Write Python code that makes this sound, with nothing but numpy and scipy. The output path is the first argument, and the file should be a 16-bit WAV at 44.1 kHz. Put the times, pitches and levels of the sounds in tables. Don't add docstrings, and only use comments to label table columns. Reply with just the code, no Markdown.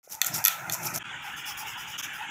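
import sys
import numpy as np
from scipy import signal
from scipy.fft import rfft, irfft
from scipy.io import wavfile
from scipy.ndimage import uniform_filter1d

SR = 44100
rng = np.random.default_rng(int(sys.argv[2]) if len(sys.argv) > 2 else 0)


def store_pcm(level_fs):
    pcm = np.round(np.clip(level_fs, -1, 1) * 32767).astype(np.int16)
    wavfile.write(sys.argv[1], SR, np.atleast_2d(pcm).T)


N = 101429

# frequency in Hz, relative level in dB.
EARLY_RUSH_COLOUR = [(300, -31.5), (740, 5), (1000, 2.5), (1130, -7), (1330, 10), (1700, 0), (2600, 0),
                     (3100, -21), (4700, -28.5), (6200, -6.5), (9000, -19.5)]
LATE_RUSH_COLOUR = [(300, -11.5), (620, -22), (800, -2), (1130, -6), (1400, 3), (2000, -3), (2800, 1),
                    (3450, -4), (4050, -28), (5000, -29), (6700, -15.5), (11500, -41)]
HOLLOW_COLOUR = [(590, -33), (850, 11.5), (1220, -27.5)]
BUMP_COLOUR = [(22, -74), (70, -14), (125, 3.5), (165, 3.5), (260, -12.5), (350, -4.5), (430, -21),
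               (650, -10), (1000, -37)]
RASP_COLOUR = [(4300, -20.5), (4950, 2), (5600, 1.5), (7500, 0), (9300, -25)]
FIZZ_COLOUR = [(6000, -21.5), (9000, -9.5), (10400, -2), (12500, -6), (14800, 0)]
BONE_COLOUR = [(1600, -17), (3150, 3.5), (3700, -2.5), (4200, -27), (4900, -8), (6500, 3.5), (8800, -21),
               (10600, -9)]
CRUNCH_COLOUR = [(900, -27), (1900, -2), (3600, 2.5), (4800, -10), (6800, -3), (9800, -13), (12500, -2)]
SCRAPE_COLOUR = [(800, -14.5), (2900, -13), (4400, -13.5), (5600, 0.5), (7000, -1), (8600, -10.5),
                 (12200, -3), (15500, -8)]
# time in seconds, level in dB.
HOLLOW_SWELLS = [(.16, -48.5), (.395, -40.5), (.68, -45), (.86, -39.5), (1.27, -41.5), (1.5, -47),
                 (1.635, -42.5), (1.88, -45.5), (2.225, -41.5)]
FISH_BUMPS = [(.32, -44.5), (.38, -45), (.645, -49), (.705, -47), (.81, -49), (.865, -42.5), (.955, -36.5),
              (1.16, -56.5), (1.87, -58.5)]
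BLADE_SINGS = [(.35, -37.5), (1.495, -41.5)]
SCALE_FLICKS = [(.2465, -16.5), (.2642, -18), (.2679, -12.5), (0.7236, -15), (.7343, -18.5), (0.7435, -17),
                (.9533, -22), (0.961, -16)]
# start in seconds, change of level in dB.
LEVEL_DIPS = [(0.198, -6), (0.986, -14), (1.029, -25.5), (1.972, -21), (2.015, -23.5)]
# start and length in seconds, then rasp and fizz levels in dB.
SAW_STROKES = [(1.215, 0.16, -55, -49.5), (1.36, 0.08, -47, -44), (1.452, 0.1, -44, -38.5),
               (1.567, 0.084, -43.5, -36.5), (1.659, 0.1, -46.5, -43), (1.769, 0.091, -48, -44),
               (1.867, 0.098, -46, -45.5), (2.122, 0.1, -52, -46)]
# start and length in seconds, level in dB.
BONE_STROKES = [(1.972, 0.044, -30.5), (2.02, 0.049, -34)]
# time in seconds, then crack, click and knock levels in dB.
SPINE_SNAPS = [(0.2161, -8, -4, -12), (0.4414, -9.5, -18, -28), (0.451, -0.5, -17.5, -22.5),
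               (0.4595, -12, -8.5, -16.5), (0.4711, -8.5, -28, -29), (0.4814, -2, -31, -18.5),
               (0.6976, -21, -17.5, -23)]
# pitch in Hz, level in dB, seconds to fade by 60 dB.
KNOCK_TONES = [(1326, -18, 0.029), (1886, -5, 0.025), (2498, -2.5, 0.011), (3493, 0.5, 0.013),
               (4350, -1, 0.011)]
CLICK_TONES = [(6020, -5, 0.011), (7200, -2, 0.0017)]
# peak time, rise time and fall time in seconds, level in dB.
SCRAPE_STROKES = [(.051, 0.011, 0.018, -56.5), (0.136, 0.021, 0.016, -35.5), (0.269, 0.0067, 0.016, -30.5),
                  (0.345, 0.0044, 0.03, -26), (0.74, 0.016, 0.011, -29), (0.852, 0.019, 0.033, -33),
                  (0.874, 0.011, 0.0044, -30.5), (0.95, 0.0075, 0.014, -30), (.979, 0.0039, 0.0056, -31)]

T = np.arange(N) / SR
FADE_IN_S, SCALING_END_S = 0.28, 0.988


def amp(db):
    return 10 ** (np.asarray(db) / 20)


def unit(x):
    return x / np.sqrt(np.mean(x ** 2) + 1e-20)


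def add(mix, s, sound):
    part = mix[round(s * SR):][:len(sound)]
    part += sound[:len(part)]


def colour(x, points):
    hz, db = np.transpose(points)
    log_hz = np.log(abs(np.fft.fftfreq(4096, 1 / SR)) + 1)
    log_gain = np.interp(log_hz, np.log(hz), db) * np.log(10) / 20
    taps = np.fft.ifft(np.exp(np.conj(signal.hilbert(log_gain)))).real[:2048]
    return unit(signal.oaconvolve(x, taps)[:N])


def noise(points):
    return colour(rng.standard_normal(N), points)


def wobble(hz):
    spectrum = rfft(rng.standard_normal(N))
    return unit(irfft(spectrum / (1 + (np.fft.rfftfreq(N, 1 / SR) / hz) ** 4), N))


def patchy(x, depth_db=3.5, size=1024):
    frames = dict(nperseg=size, noverlap=size - size // 4)
    bands = signal.stft(x, **frames)[2]
    patches = uniform_filter1d(rng.standard_normal(bands.shape), size=4, axis=0)
    patches = uniform_filter1d(patches, size=9, axis=1)
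    return unit(signal.istft(bands * amp(depth_db * unit(patches)), **frames)[1][:N])


def swells(rows, width_s):
    return sum(amp(db) * np.exp(-((T - s) / width_s) ** 2) for s, db in rows)


def bursts(rows, decay_s):
    return sum(amp(db) * (T >= s) * np.exp(-abs(T - s) / decay_s) for s, db, *_ in rows)


def grains(per_s, spread_db, smooth):
    size = amp(spread_db * np.minimum(rng.exponential(1, N), 3))
    slips = size * rng.choice([-1., 1.], N) * (rng.random(N) < per_s / SR)
    return unit(unit(slips) + smooth * rng.standard_normal(N))


def stroke(start, length, fullness):
    progress = np.clip((T - start) / length, 0, 1)
    return np.maximum(np.sin(np.pi * progress ** 0.63), 0) ** fullness * (progress < 1)


def ring(tones, t):
    detunes = 1 + 0.008 * rng.standard_normal(len(tones))
    return sum((-1) ** k * amp(db - 60 * t / fade_s) * np.sin(2 * np.pi * hz * detune * t)
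               for k, ((hz, db, fade_s), detune) in enumerate(zip(tones, detunes)))


def room(x, fade_s=0.2, echo_db=-13):
    t = np.arange(SR // 2) / SR
    tail = rng.standard_normal(len(t)) * amp(-60 * t / fade_s) * (1 - np.exp(-t / 0.071))
    return x + amp(echo_db) * signal.fftconvolve(x, tail / np.linalg.norm(tail))[:N]


def rush(rise_db_per_s=125, sway_db=1.0):
    early = amp(-39.5 + rise_db_per_s * np.minimum(T - FADE_IN_S, 0)) * patchy(noise(EARLY_RUSH_COLOUR))
    late = amp(-39) * patchy(noise(LATE_RUSH_COLOUR))
    sway = amp(sway_db * wobble(hz=24.7))
    hollow = swells(HOLLOW_SWELLS, width_s=0.038) * noise(HOLLOW_COLOUR)
    return np.where(T < SCALING_END_S, early, late) * sway + hollow


def bumping():
    rumble = amp(-60.5) * np.minimum(T / FADE_IN_S, 1) ** 2
    return (swells(FISH_BUMPS, width_s=0.033) + rumble) * noise(BUMP_COLOUR)


def plop(at_s=0.077, hz=577, db=-42):
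    return swells([(at_s, db)], width_s=0.0017) * np.sin(2 * np.pi * hz * T)


def singing(hz=5400, sharpness=11):
    ringing = signal.lfilter(*signal.iirpeak(hz, sharpness, SR), rng.standard_normal(N))
    return swells(BLADE_SINGS, width_s=0.025) * unit(ringing)


def sawing():
    rasp = sum(amp(db) * stroke(s, length, fullness=1.22) for s, length, db, _ in SAW_STROKES)
    fizz = sum(amp(db) * stroke(s, length, fullness=1.22) for s, length, _, db in SAW_STROKES)
    bone = sum(amp(db) * stroke(s, length, fullness=0.83) for s, length, db in BONE_STROKES)
    slips = grains(per_s=5000, spread_db=2.0, smooth=0.74)
    return (rasp * patchy(colour(slips, RASP_COLOUR))
            + fizz * patchy(colour(slips, FIZZ_COLOUR), size=512)
            + bone * colour(slips, BONE_COLOUR))


def flicking(low_hz=6400, high_hz=12000, decay_s=0.00063):
    t, out = T[T < 10 * decay_s], np.zeros(N)
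    for s, db in SCALE_FLICKS:
        pitch = 1 + 0.07 * rng.standard_normal()
        tick = np.sin(2 * np.pi * low_hz * pitch * t) - np.sin(2 * np.pi * high_hz * pitch * t)
        add(out, s, amp(db) * np.exp(-t / decay_s) * tick)
    return out


def crunching(decay_s=0.057):
    snaps = [(s, crack_db + knock_db) for s, crack_db, _, knock_db in SPINE_SNAPS]
    fade = np.sqrt(bursts(snaps, decay_s / 2))
    grit = colour(grains(per_s=4000, spread_db=3.8, smooth=0.5), CRUNCH_COLOUR)
    return amp(-22) * fade * grit


def cracking(hz=12060, rise_s=0.00031):
    t, out = np.arange(SR // 200) / SR, np.zeros(N)
    crack = (t / rise_s * np.exp(1 - t / rise_s)) ** 2 * np.sin(2 * np.pi * hz * t)
    for s, db, *_ in SPINE_SNAPS:
        add(out, s, amp(db) * crack)
    return out


def snapping(scatter_s=0.0042, knock_rise_s=0.00049, bass_cut_hz=700):
    t = np.arange(SR // 25) / SR
    out = amp(-11.5) * bursts(SPINE_SNAPS, decay_s=0.0024) * noise(SCRAPE_COLOUR)
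    for s, _, click_db, knock_db in SPINE_SNAPS:
        scatter = rng.standard_normal(len(t)) * np.exp(-t / scatter_s)
        scatter *= amp(-9) / np.linalg.norm(scatter)
        scatter[0] = 1
        click = amp(click_db) * ring(CLICK_TONES, t)
        knock = amp(knock_db) * ring(KNOCK_TONES, t) * (1 - np.exp(-t / knock_rise_s))
        add(out, s, signal.fftconvolve(click + knock, scatter))
    return signal.lfilter(*signal.butter(2, bass_cut_hz, "high", fs=SR), out)


def scraping(clump_db=1.8):
    power = sum(amp(2 * db) * np.exp(-((T - s) / np.where(T < s, rise, fall)) ** 2)
                for s, rise, fall, db in SCRAPE_STROKES)
    slips = grains(per_s=4000, spread_db=3.8, smooth=0.45) * amp(clump_db * wobble(hz=260))
    return np.sqrt(power) * patchy(colour(slips, SCRAPE_COLOUR), size=128)


def scene(dip_hold_s=0.0046, dip_return_s=0.0054):
    scaling = room(scraping() + snapping() + flicking()) + cracking() + crunching() + plop()
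    quieter = room(sawing()) + singing() + bumping() + rush()
    dip_db = sum(db * (T >= s) * np.exp(-np.maximum(T - s - dip_hold_s, 0) / dip_return_s)
                 for s, db in LEVEL_DIPS)
    return (scaling * (T < SCALING_END_S) + amp(dip_db) * quieter)[None]


def record(dry, silent_s=0.03, bass_cut_hz=56, treble_cut_hz=15600):
    thin = signal.lfilter(*signal.butter(2, bass_cut_hz, "high", fs=SR), dry * (T > silent_s))
    low_pass = signal.firwin(401, treble_cut_hz, window=("kaiser", 9), fs=SR)
    return signal.oaconvolve(thin, low_pass[None], "same")


dry = scene()
out = record(dry)
store_pcm(out)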